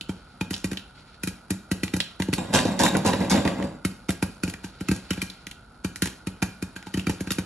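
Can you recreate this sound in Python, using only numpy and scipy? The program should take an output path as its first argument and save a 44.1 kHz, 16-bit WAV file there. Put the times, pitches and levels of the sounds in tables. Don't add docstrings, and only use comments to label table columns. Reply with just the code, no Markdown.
import sys
import numpy as np
from scipy import signal
from scipy.fft import rfft, irfft
from scipy.io import wavfile
from scipy.ndimage import uniform_filter1d

SR = 44100
rng = np.random.default_rng(int(sys.argv[2]) if len(sys.argv) > 2 else 0)


def transcribe(u):
    v = np.clip(np.atleast_2d(u).T, -1, 1)
    q = np.round(v * 32767).astype(np.int16)
    wavfile.write(sys.argv[1], SR, q)


N = 328545

# start_s, thump_db, mean_pitch_hz, crack_db, steam_re_crack_db,
# knock_hz, knock_db, hull_ring_hz, hull_ring_db, thump_lag_s
POP_EVENTS = [(0.093, -19, 228, -39, -5, 1370, -40, 3160, -34, -0.0015),
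              (0.41, -18, 220, -31, -9, 885, -36, 2460, -24.5, 0.00057),
              (0.507, -20.5, 228, -34.5, 1.5, 1970, -48, 3100, -41, 0.0012),
              (0.6426, -16.5, 246, -30, -0.5, 1910, -28, 2455, -35, -0.00044),
              (0.7146, -21.5, 243, -36, -1.5, 1820, -41, 2490, -36, 0.0019),
              (1.2336, -23, 235, -32, 3.5, 1980, -31, 2440, -34, 0.0016),
              (1.273, -20.5, 228, -31.5, 1, 1660, -36, 2450, -33.5, -0.000028),
              (1.5044, -17.5, 239, -29.5, 3, 1700, -29, 2400, -31.5, 0.00036),
              (1.714, -14.2, 233, -27, -1, 1935, -27, 2500, -33, -0.00012),
              (1.8329, -16.5, 250, -27.5, -1.5, 2010, -26, 2430, -25, -0.0017),
              (1.937, -14.1, 245, -28.5, -4, 1970, -28, 2390, -24.5, -0.00031),
              (1.9644, -23, 227, -41.5, 10, 1460, -37, 2470, -46, 0.0041),
              (2.199, -15.6, 232, -32, -4.5, 923, -29.5, 3650, -43, -0.000005),
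              (2.2847, -15.5, 258, -44, -26, 860, -39, 2940, -44, 0.000054),
              (2.329, -16.5, 231, -28.5, -4, 1940, -35, 2500, -24.5, -0.00056),
              (3.849, -14, 228, -26.5, -0.5, 1330, -33, 2170, -21, 0.00033),
              (4.0903, -13.5, 228, -29, -2.5, 1360, -28, 2180, -29, -0.0011),
              (4.225, -13.5, 228, -27, -0.5, 1605, -27, 2500, -25.5, 0.00043),
              (4.4341, -15.5, 233, -30, -0.5, 1430, -30.5, 2480, -24.5, 0.00025),
              (4.4772, -21, 230, -37.5, -3, 1520, -44, 2430, -38, 0.0013),
              (4.6403, -26, 236, -43, -17, 1586, -39, 2870, -40, 0.0014),
              (4.8077, -21.0, 210, -39, -3, 1360, -37, 3040, -41, 0.0022),
              (4.8855, -12.3, 228, -27.5, -3.5, 1307, -25, 2600, -25.5, 0.0034),
              (4.9135, -12.5, 218, -29, -0.5, 1590, -26.5, 2500, -33, 0.00054),
              (5.1058, -16.5, 228, -23.5, -5.5, 1400, -32, 3065, -26.5, 0.002),
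              (5.176, -24.5, 228, -46, -11, 1670, -33, 2380, -38, 0.00022),
              (5.217, -23.5, 228, -27, -1, 1620, -36, 2400, -23.5, 0.0075),
              (5.8451, -17.5, 234, -29.5, -3, 1390, -44, 2380, -31.5, 0.00038),
              (6.0204, -15, 234, -22.5, 0, 1890, -26, 3100, -34, 0.0016),
              (6.27, -19.5, 228, -33, -2.5, 1310, -33, 2450, -33.5, -0.0005),
              (6.424, -13.5, 210, -26, -1, 1600, -26, 2395, -20.5, -0.0008),
              (6.624, -20, 228, -34.5, -1.5, 1380, -40, 2440, -32.5, 0.00046),
              (6.762, -32, 227, -36, -7, 1600, -33, 2400, -34.5, -0.001),
              (6.868, -31, 240, -42, -8, 850, -38, 2670, -48, -0.0003),
              (6.9398, -18.2, 233, -31.5, -4, 1870, -33, 3050, -26, 0.0022),
              (6.9724, -16.5, 236, -32.5, -5, 1860, -36, 3060, -47, 0.0008),
              (7.0681, -14.5, 228, -27.5, -9, 1276, -31, 2370, -33, 0.0019),
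              (7.0948, -14.5, 230, -29, -3, 876, -31.5, 2850, -37, -0.0012),
              (7.2056, -20, 233, -39, 2, 1640, -33, 2230, -39, 0.0018),
              (7.2723, -23, 222, -36.5, -9, 1580, -37, 2490, -39, -0.001),
              (7.3053, -20.5, 236, -25.5, -3, 1337, -24.5, 3680, -22.5, 0.0034),
              (7.384, -16, 250, -29.5, -4, 1335, -36, 2400, -30, -0.00081)]
# start_s, knock_db, clash_re_knock_db
GRATE_KNOCKS = [(2.382, -19, -17), (2.454, -35, -36), (2.512, -34, -15), (2.53, -19.5, -18),
                (2.538, -20.5, -4), (2.549, -14.5, -6.5), (2.652, -12.5, -21.5), (2.727, -40, -30),
                (2.797, -13, -15), (2.836, -12.5, -7.5), (2.949, -12.5, -47), (2.996, -43, -27),
                (3.047, -18, -26), (3.061, -15.5, -16.5), (3.132, -14, -23), (3.205, -17, -23),
                (3.306, -21, -6), (3.377, -14.5, -23), (3.451, -10.5, -24.5), (3.599, -19, -34),
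                (3.64, -21.5, -25)]
# mode_hz, level_db, t60_s
PAN_MODES = [(100, -16, 0.22), (130, -1, 0.22), (193, 0.5, 0.24), (228, -5, 0.22), (563, -3, 0.12),
             (685, -14, 0.082), (820, -33, 0.064), (946, 8.5, 0.021), (1017, 0, 0.055), (1139, -9.5, 0.22),
             (1631, 1.5, 0.048), (1970, 8, 0.013), (2500, 4, 0.0094), (2900, -24, 0.085)]
# freq_hz, density_db_per_hz
FIZZ_SPECTRUM = [(1500, -90), (4000, 3), (5500, 0), (8000, 4), (10500, 5.5), (11500, -1), (13000, -16),
                 (16000, -40)]
# freq_hz, density_db_per_hz
RATTLE_SPECTRUM = [(300, -17), (900, 14), (1300, 0.5), (1600, 13.5), (2000, -4), (2600, 9.5), (3200, 5),
                   (4000, 8), (5500, 1), (8500, 5.5), (11000, 3), (12300, -14), (13500, -90), (16000, -102)]
# scrape_db, rattle_db
PUSH_LEVELS = [(-20.5, -26), (-18, -25), (-19, -25), (-18, -27), (-34.5, -49)]

FIRST_PUSH_S, SHAKE_PERIOD_S = 2.522, 0.26
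SLIDE_START_S, SLIDE_LENGTH_S = 2.36, 1.27
CRACK_HZ = 2180


def pops(tear_lead_s=0.0083, crack_db=-4, space_db=-2, hollow_db=-26, variety_db=2, note_db=1):
    # freq_hz, density_db_per_hz
    crack_spectrum = [(250, -14), (700, -32.5), (1120, 2), (1400, 3.5), (1900, -2.5), (2450, 3), (3400, -3),
                      (4100, -29), (5500, -2), (16000, -45)]
    hollow_spectrum = [(200, -4.5), (500, 1.5), (720, -6.5), (930, -8.5), (1150, -40.5), (3000, -14.5),
                       (16000, -82)]
    average_thump_hz, tear_db = 228, -50
    t = np.arange(SR // 6) / SR
    thumps, cracks = np.zeros(N), np.zeros((2, N))
    hz = np.geomspace(250, 16000, 40)
    crack_base = read(crack_spectrum, hz) + hump(hz, CRACK_HZ, octaves=0.81, depth_db=8.5)
    for s, kick_db, kick_hz, level_db, steam_db, knock_hz, knock_db, ring_hz, ring_db, lag_s in POP_EVENTS:
        add(thumps, s + lag_s, amp(kick_db) * thump(t, kick_hz / average_thump_hz))

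        tint = crack_base + variety_db * rng.standard_normal(len(hz))
        hull = snap(np.column_stack([hz, tint]), rise_s=0.00019, decay_s=0.0048,
                    linger_db=-10, linger_s=0.011)
        steam = snap(FIZZ_SPECTRUM, rise_s=0.00034, decay_s=0.0066, linger_db=-26.5, linger_s=0.077)
        crack = amp(crack_db) * hull + amp(steam_db) * steam + amp(space_db) * lid_space(t)

        knock = amp(knock_db) * note(t, knock_hz, rise_s=0.0016, decay_s=0.0044)
        hull_ring = amp(ring_db) * note(t, ring_hz, rise_s=0.0013, decay_s=0.0051)

        hollow = snap(hollow_spectrum, rise_s=0.0013, decay_s=0.0022, linger_db=-24.5, linger_s=0.047)
        pop = amp(level_db) * crack + amp(note_db) * (knock + hull_ring)
        add(cracks, s, pop + amp(kick_db + hollow_db) * hollow)

        tear = snap(RATTLE_SPECTRUM, rise_s=0.0031, decay_s=0.025, linger_db=-28.5, linger_s=.01)
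        add(cracks, s - tear_lead_s, amp(tear_db) * tear)
    return thumps, cracks


def thump(t, stretch):
    # mode_hz, gain_db, t60_s
    floor_modes = [(98, 3.5, .2), (190, 12.9, .1), (292, 9.3, .027)]
    start_hz, end_hz = 555, 60
    fall_s, rise_s, decay_s = .0047, .0022, .0116
    turns = end_hz * t + (start_hz - end_hz) * fall_s * (1 - np.exp(-t / fall_s))
    envelope = np.exp(-t / decay_s) * (1 - np.exp(-(t / rise_s) ** 3))
    flex = -np.sin(2 * np.pi * turns * stretch) * envelope
    response = np.zeros(len(t))
    for hz, db, t60 in floor_modes:
        per_sample = 2 * np.log(1000) / (t60 * SR)
        response += per_sample * amp(db - 60 * t / t60) * np.cos(2 * np.pi * hz * t)
    wave = flex + convolve(flex, response)[0]
    return wave / abs(wave).max()


def snap(spectrum, rise_s, decay_s, linger_db, linger_s):
    sound = colour(burst(np.arange(SR // 6) / SR, rise_s, decay_s, linger_db, linger_s), spectrum)
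    return sound / np.sqrt(np.mean(sound[:, :SR // 125] ** 2, axis=1, keepdims=True))


def burst(t, rise_s, decay_s, linger_db, linger_s, rough_db=2.5):
    fall = np.exp(-t / decay_s) + amp(linger_db) * np.exp(-t / linger_s)
    shape = (1 - np.exp(-t / rise_s)) ** 2 * fall
    wander = unit(uniform_filter1d(rng.standard_normal(len(t)), size=40))
    rough = unit(amp(rough_db * wander))
    return shape / shape.max() * rough * rng.standard_normal((2, len(t)))


def lid_space(t, spread_octaves=0.034, spread_db=3, decay_s=0.0089):
    # mode_hz, level_db
    air_modes = [(1380, -0.5), (1930, -4.5), (2430, -4), (3050, 2.5), (3750, 0.5), (4520, 2)]
    hz, db = np.transpose(air_modes)[:, :, None]
    hz = hz * 2 ** (spread_octaves * rng.uniform(-1.6, 1, hz.shape))
    gain = amp(db + spread_db * rng.standard_normal(hz.shape))
    phase_turns = rng.random((2, len(hz), 1))
    rings = gain * np.sin(2 * np.pi * (hz * t + phase_turns))
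    return rings.sum(1) / np.sqrt(len(hz)) * np.exp(-t / decay_s) * np.minimum(t * CRACK_HZ, 1)


def note(t, hz, rise_s, decay_s):
    return np.sin(2 * np.pi * hz * t) * np.exp(-t / decay_s) * np.minimum(t / rise_s, 1)


def ticks(treble_db=-1, thud_stretch=1.058, thump_db=-8, ping_db=-13, punch_db=9, punch_hz=3020):
    # start_s, level_db, centre_hz, width_octaves, treble_re_level_db, thud_db
    short_hits = [(0.01, -34, 3150, 0.99, -8, -29), (0.4112, -31.5, 857, 0.11, -27, -48),
                  (0.533, -35, 3300, 6.8, -13, -36), (0.5398, -28, 3600, 0.82, -22, -27),
                  (0.549, -40, 3800, 1.6, -13, -42), (0.5638, -39, 3300, 3.9, -16, -45),
                  (0.731, -38, 1860, 1.9, -1, -21), (0.772, -31.5, 3130, 0.75, -10, -27),
                  (0.794, -48, 3100, 2.6, -10, -40), (1.283, -39, 2330, 1.4, 1, -36),
                  (1.5146, -47, 2000, 2, -6, -14.5), (1.878, -35.5, 2240, 1.4, -19, -34),
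                  (2.003, -19.5, 3300, 0.77, -12.5, -27), (2.042, -48, 2700, 2.5, -17, -49),
                  (2.2205, -27.5, 1980, 1.65, -5, -21), (2.336, -25, 2600, 1.4, 0.5, -20),
                  (2.587, -24, 2100, 1.1, -15, -21), (2.698, -50, 3470, 2, -9, -31),
                  (2.863, -22, 1430, 1.6, -22, -30), (2.951, -25.5, 1560, 0.88, -28, -16),
                  (2.968, -36.5, 2530, 1, 9.5, -35), (3.134, -29, 2400, 1.5, -13, -22),
                  (3.373, -32, 1990, 0.94, -28, -13), (3.452, -35, 2200, 1.4, -10, -33),
                  (3.476, -26, 1530, 1.9, -12.5, -37), (3.6248, -36, 1920, 1.7, -11, -32),
                  (4.086, -41, 1800, 2.6, -4, -36), (4.093, -34, 620, 0.73, -25, -45),
                  (4.105, -32.5, 2020, 1.4, 3.5, -32), (4.2217, -47, 2200, 2.6, -3, -48),
                  (4.2262, -35, 794, .9, -25, -47), (4.498, -39, 2780, 2.2, 2, -43),
                  (4.538, -35.5, 1800, 1.6, -6, -24), (4.6444, -38.5, 2470, 3.8, -7, -45),
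                  (5.133, -37, 2570, 0.74, -2, -33), (5.299, -36, 3850, 0.63, -7, -35),
                  (5.4678, -35.5, 2470, 1.14, -3, -28), (5.512, -38.5, 2860, 1, -4.5, -38),
                  (5.9585, -37.5, 2050, 1.3, 3, -33), (6.0571, -32, 1790, 1.7, 0.5, -17.5),
                  (6.072, -34, 1810, 2.1, -2, -19.5), (6.42, -36, 1880, 2.9, -3, -47),
                  (6.4255, -34, 850, 0.64, -25, -43), (6.826, -45, 1710, 2.4, -10, -41),
                  (6.9942, -31.5, 2850, 0.43, -10, -40), (7.318, -30, 2900, 1.6, 4, -33)]
    # freq_hz, density_db_per_hz
    top_spectrum = [(8000, -1), (11500, -8), (13000, -30), (16000, -16)]
    # mode_hz, level_db, t60_s
    glass_modes = [(2850, -7, 0.021), (3016, 5, 0.04), (3300, -1, .04), (3664, -2, 0.043), (4000, 1, 0.057),
                   (4480, 6, 0.088)]
    t = np.arange(SR // 6) / SR
    thuds, clicks, on_glass = np.zeros(N), np.zeros((2, N)), np.zeros((2, N))
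    hz = np.geomspace(250, 16000, 40)
    for s, db, centre_hz, width, bright_db, thud_db in short_hits:
        tint = read(top_spectrum, hz) + hump(hz, centre_hz, octaves=width, depth_db=22.5)
        tick = snap(np.column_stack([hz, tint]), rise_s=0.00016, decay_s=0.0043,
                    linger_db=-17, linger_s=0.005)
        edge = snap(FIZZ_SPECTRUM, rise_s=0.00031, decay_s=0.00097, linger_db=-17.5, linger_s=0.016)
        add(clicks, s, amp(db) * (tick + amp(bright_db + treble_db) * edge))

        glass = amp(db + hump(centre_hz, 3200, octaves=0.13, depth_db=19))
        add(on_glass, s, glass * tick)
        add(clicks, s, amp(punch_db) * glass * note(t, punch_hz, rise_s=0.00026, decay_s=0.0021))
        add(thuds, s, amp(thud_db + thump_db) * thump(t, thud_stretch))
    return thuds, clicks + amp(ping_db) * ring(on_glass, glass_modes)


def showers(contact_s=0.0021):
    # start_s, length_s, level_db
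    shower_rows = [(0.522, 0.058, -43.5), (2.003, 0.028, -60), (2.535, 0.027, -26), (2.79, 0.01, -22),
                   (2.832, 0.016, -35), (3.049, 0.024, -29.5), (3.296, 0.012, -27.5), (4.445, 0.044, -46),
                   (4.638, 0.024, -51), (4.914, 0.05, -46), (5.136, .02, -56), (6.035, 0.02, -40.5),
                   (6.977, 0.026, -49), (7.1, 0.022, -44), (7.307, .03, -51)]
    # freq_hz, density_db_per_hz
    flake_spectrum = [(800, -13), (1800, -4), (3000, -5), (5000, 0.5), (7500, 1.5), (11000, -3),
                      (12500, -26), (16000, -55)]
    level = sum(amp(db) * swell(s, 0.0017, length_s, fall_db_per_s=341) for s, length_s, db in shower_rows)
    t = np.arange(SR // 100) / SR
    hits = grains(per_s=900, spread_db=1)[0] ** 2
    power = abs(convolve(hits, np.exp(-2 * t / contact_s)))
    patter = np.sqrt(power) * rng.standard_normal((2, N))
    return colour(level * unit(patter), flake_spectrum)


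def crumbs(level_db=-11, flight_s=.11, count=5):
    t, out = np.arange(SR // 50) / SR, np.zeros(N)
    for (s, _, _, crack_db, *_), draws in zip(POP_EVENTS, rng.random((len(POP_EVENTS), count, 3))):
        for when, pitch, size in draws:
            bit = note(t, 1400 * 5 ** pitch, rise_s=.0002, decay_s=.0018)
            gain = amp(crack_db + level_db) * size * (1 - when / 2)
            add(out, s + flight_s * (when + 0.19), gain * bit)
    return out


def shake(scrape_db=-3, rattle_db=-6, clatter_db=-6, knock_db=-9, clash_db=-2, ring_db=-11,
          scrape_ring_db=-11, lid_db=-3):
    # freq_hz, density_db_per_hz
    scrape_spectrum = [(25, -22), (60, -14), (105, -5), (145, -5), (195, 1), (300, -0.5), (430, -10.5),
                       (800, -11.5), (1030, -25.5), (1300, -24.5), (2500, -35), (8000, -67)]
    grind_spectrum = [(25, -41), (60, -28.0), (400, 2.0), (1000, -11.0), (1700, -15.0),
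                      (4000, -17.5), (16000, -14.0)]
    scrape, jolt = strokes()
    t = np.arange(SR // 5) / SR
    slips = grains(per_s=760, spread_db=1.0) * scrape
    rattle = amp(rattle_db) * jolt * grains(per_s=3000, spread_db=1.5)
    bumps = np.zeros((2, N))
    for s, db, metal_db in GRATE_KNOCKS:
        bump = burst(t, rise_s=0.0009, decay_s=0.024, linger_db=-13, linger_s=0.026)
        add(bumps, s, amp(db + knock_db) * bump)
        add(rattle, s, amp(db + metal_db + clash_db) * chatter(t))

    force = amp(scrape_db) * slips + bumps
    grind = colour(force, grind_spectrum)
    pan = ring(amp(ring_db) * rattle + amp(scrape_ring_db) * grind, PAN_MODES)
    metal = pan + amp(lid_db) * jangle(rattle)
    kernels = amp(clatter_db) * jolt * clatter(SLIDE_START_S, SLIDE_START_S + SLIDE_LENGTH_S)
    return colour(force, scrape_spectrum, size=8192) + colour(rattle, RATTLE_SPECTRUM) + kernels + metal


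def strokes():
    rise_s, hold_s, scrape_fall_db_per_s, rattle_fall_db_per_s = 0.021, 0.029, 143, 172
    slide_scrape_db, slide_rattle_db, rest_db_per_s = -34, -45.5, 135
    pull_after_s, pull_scrape_db, pull_rattle_db = 0.14, -6.5, -11.5

    slide = swell(SLIDE_START_S, rise_s, SLIDE_LENGTH_S, rest_db_per_s)
    scrape = (amp(slide_scrape_db) * slide) ** 2
    rattle = (amp(slide_rattle_db) * slide) ** 2
    for k, (scrape_db, rattle_db) in enumerate(PUSH_LEVELS):
        push_s = FIRST_PUSH_S + k * SHAKE_PERIOD_S
        push = (push_s, scrape_db, rattle_db)
        pull = (push_s + pull_after_s, scrape_db + pull_scrape_db, rattle_db + pull_rattle_db)
        for s, low_db, high_db in [push, pull]:
            scrape += (amp(low_db) * swell(s, rise_s, hold_s, scrape_fall_db_per_s)) ** 2
            rattle += (amp(high_db) * swell(s, rise_s, hold_s, rattle_fall_db_per_s)) ** 2
    return np.sqrt(scrape), np.sqrt(rattle)


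def chatter(t, decay_s=0.037, bed_db=-6, bounces_per_s=420, contact_s=.0014):
    bounces = rng.standard_normal((2, len(t))) * (rng.random(len(t)) < bounces_per_s / SR)
    bounces[:, 0] = 2
    hits = convolve(bounces, np.exp(-t / contact_s) * rng.standard_normal(len(t)))
    rustle = amp(bed_db) * rng.standard_normal(hits.shape)
    return (unit(hits) + rustle) * np.exp(-t / decay_s)


def jangle(rattle, spread_db=4, spread_octaves=0.0299):
    # mode_hz, level_db, t60_s
    lid_modes = [(960, -1.5, 0.23), (1027, 5.5, 0.13), (1660, 1.5, 0.068), (1900, -33, .05),
                 (2240, 1, 0.084), (2400, 4.5, 0.097), (2783, 2, 0.082), (3370, -12, 0.067),
                 (3715, 4, 0.099), (3700, -3.5, 0.18), (4640, 6, 0.11), (5200, -4, 0.048), (6545, -8, .08),
                 (7520, 3, 0.097)]
    seats = len(PUSH_LEVELS) - 1
    stroke = np.clip((np.arange(N) / SR - FIRST_PUSH_S) // SHAKE_PERIOD_S, 0, seats - 1)
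    out = np.zeros((2, N))
    for k, draws in enumerate(rng.standard_normal((seats, len(lid_modes), 2))):
        modes = [(hz * 2 ** (spread_octaves * a), db + spread_db * b, t60)
                 for (hz, db, t60), (a, b) in zip(lid_modes, draws)]
        out += ring(rattle * (stroke == k), modes)
    return out


def clatter(start_s, end_s, ring_s=0.0069, count=700):
    t, out = np.arange(SR // 50) / SR, np.zeros((2, N))
    for when, pitch, size, side in rng.random((count, 4)):
        hz = 520 * 9 ** pitch
        hit = (1 + 3 * size ** 3) * np.sin(2 * np.pi * hz * t) * np.exp(-t / ring_s)
        channel_gains = [np.cos(2 * np.pi * side), np.sin(2 * np.pi * side)]
        add(out, start_s + when * (end_s - start_s), np.outer(channel_gains, hit))
    return unit(out) * np.sqrt((end_s - start_s) * SR / N)


def jolts(level_db=-4, stretch=1.106):
    t, out = np.arange(SR // 6) / SR, np.zeros(N)
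    for s, db, _ in GRATE_KNOCKS:
        add(out, s, amp(db + level_db) * thump(t, stretch))
    return out


def ring(x, modes, longest_s=.2):
    t = np.arange(SR // 2) / SR
    response = sum(amp(db - 60 * t / min(t60, longest_s)) * np.sin(2 * np.pi * hz * t)
                   for hz, db, t60 in modes)
    return convolve(x, response / np.linalg.norm(response))


def leaks(flutter_db=3.0):
    # start_s, length_s, level_db
    leak_rows = [(0, 0.38, -63.5), (0.933, 0.17, -57.5), (4.587, 0.76, -57), (6.742, 0.53, -61)]
    # freq_hz, density_db_per_hz
    steam_spectrum = [(1000, -8), (2200, 4), (3400, 3.5), (4400, 7), (6000, -8), (8000, -9), (10500, -26),
                      (12000, -41), (16000, -68)]
    level = sum(amp(db) * swell(s, 0.042, length_s, fall_db_per_s=88) for s, length_s, db in leak_rows)
    flutter = amp(flutter_db * unit(uniform_filter1d(rng.standard_normal(N), size=1200)))
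    return level * flutter * colour(grains(per_s=9000, spread_db=0.0), steam_spectrum)


def burner(flame_db=-51):
    # freq_hz, density_db_per_hz
    flame_spectrum = [(20, -24), (33, -6), (50, 9.5), (70, -0.5), (130, -1), (240, -2), (400, -13.5),
                      (900, -12.5), (1100, -22.5), (1300, -7), (1450, -2), (1700, -27), (6000, -76),
                      (16000, -84)]
    oil_spectrum = [(800, 12), (2000, 4), (3200, 2), (4500, 6.5), (6000, -5.5), (8000, -3), (10200, 8),
                    (11200, -16), (16000, -42)]
    flame = amp(flame_db) * colour(rng.standard_normal((2, N)), flame_spectrum, size=8192)
    heat = sizzle()
    return flame + heat * colour(grains(per_s=12000, spread_db=5.0), oil_spectrum)


def sizzle(simmer_db=-59.5, flare_re_thump_db=-38.5, flare_fall_db_per_s=32):
    power, t = np.full(N, amp(simmer_db) ** 2), np.arange(SR) / SR
    for s, kick_db, *_ in POP_EVENTS:
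        add(power, s, amp(kick_db + flare_re_thump_db - flare_fall_db_per_s * t) ** 2)
    return np.sqrt(power)


def kitchen(x, gap_s, build_s):
    # freq_hz, t60_s
    room_decay = [(80, .28), (210, .3), (560, .3), (1500, .36), (4000, .42), (10000, .27), (16000, .17)]
    hz, t, z = signal.stft(rng.standard_normal((2, SR // 2)), SR, nperseg=256)
    decay = amp(-60 * t / read(room_decay, hz)[:, None])
    tail = signal.istft(z * decay, SR, nperseg=256)[1]
    tail *= np.clip((np.arange(tail.shape[1]) / SR - gap_s) / build_s, 0, 1)
    return convolve(x, tail / np.linalg.norm(tail[0]))


def ports(x):
    # freq_hz, likeness_0_to_1, left_lead_rad, left_minus_right_db
    port_table = np.array([(97.7, 0.94, 0.05, -1), (280, 0.97, -0.2, 0.9), (584, 0.56, -0.5, -2),
                           (1210, 0.84, 0.14, -3), (1940, 1, -0.68, 1), (3560, 0.14, 0, -1.5),
                           (4520, 0.25, 3, 0.5), (5036, 1, 1.5, -5.5), (5103, 0.62, 6.5, 1),
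                           (6950, 1, 7.5, -1), (10070, 1, 10, 0), (10400, 0.82, 10.5, -1),
                           (12600, 1, 12.5, 1.5), (14100, 1, 13, -3), (15900, 1, 18, 3)])
    hz = np.fft.rfftfreq(N + SR, 1 / SR)
    same, lead, balance_db = (read(port_table[:, [0, k]], hz) for k in range(1, port_table.shape[1]))
    short = np.clip(hz / 400, 0, 1)
    same, lead = 1 - (1 - np.clip(same, 0, 1)) * short, lead * short
    shared, apart = rfft(x, N + SR)
    right = (same * shared + np.sqrt(1 - same ** 2) * apart) * np.exp(-1j * lead)
    return irfft([shared * amp(balance_db / 2), right * amp(-balance_db / 2)], N + SR)[:, :N]


def amp(db):
    return 10 ** (np.asarray(db) / 20)


def unit(x):
    return x / np.sqrt(np.mean(x ** 2) + 1e-20)


def read(points, hz):
    f, value = np.transpose(points)
    return np.interp(np.log(hz + 1), np.log(f + 1), value)


def hump(hz, centre_hz, octaves, depth_db):
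    return depth_db * (np.exp(-(np.log2(hz / centre_hz) / octaves) ** 2) - 1)


def add(mix, s, sound):
    part = mix[..., max(round(s * SR), 0):][..., :sound.shape[-1]]
    part += sound[..., :part.shape[-1]]


def convolve(x, response):
    return signal.fftconvolve(np.atleast_2d(x), np.atleast_2d(response), axes=1)[:, :x.shape[-1]]


def colour(x, spectrum, size=4096):
    log_gain = np.log(amp(read(spectrum, abs(np.fft.fftfreq(size, 1 / SR)))))
    taps = np.fft.ifft(np.exp(np.conj(signal.hilbert(log_gain)))).real[:size // 2]
    return convolve(x, taps / np.linalg.norm(taps))


def grains(per_s, spread_db):
    size = amp(spread_db * np.minimum(rng.exponential(1, (2, N)), 4))
    return unit(rng.standard_normal((2, N)) * size * (rng.random((2, N)) < per_s / SR))


def swell(start_s, rise_s, hold_s, fall_db_per_s):
    t = np.arange(N) / SR - start_s
    return np.clip(t / rise_s, 0, 1) * amp(-fall_db_per_s * np.maximum(t - rise_s - hold_s, 0))


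def scene(ring_db=-13, thump_ring_db=-30, thump_room_db=-15, sharp_room_db=-10.0, shake_room_db=-10):
    thumps, cracks = pops()
    thuds, clicks = ticks()
    sharp = cracks + clicks + showers() + crumbs()
    low = thumps + thuds + jolts()
    sharp = sharp + amp(ring_db) * ring(sharp, PAN_MODES)
    low = low + amp(thump_ring_db) * ring(low, PAN_MODES, longest_s=.13)
    shaking = shake()
    room = kitchen(amp(sharp_room_db) * sharp + amp(shake_room_db) * shaking, gap_s=0.00051, build_s=0.0015)

    place = 2 * np.pi * 1.3 * np.arange(N) / SR
    tails = sum(kitchen(low * share, gap_s=0.0099, build_s=0.034) for share in (np.cos(place), np.sin(place)))
    boom = amp(thump_room_db) * tails
    return low + ports(sharp + shaking + room + boom + burner() + leaks())


def record(dry, ceiling=0.63, low_cut_hz=34, edge_hz=16300):
    high_pass = signal.butter(2, low_cut_hz, "high", fs=SR, output="sos")
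    thinned = signal.sosfilt(high_pass, dry)
    rounded = ceiling * np.tanh(thinned / ceiling)
    band_limit = signal.firwin(511, edge_hz, window=("kaiser", 9), fs=SR)
    return signal.oaconvolve(rounded, band_limit[None], "same")


dry = scene()
out = record(dry)
transcribe(out)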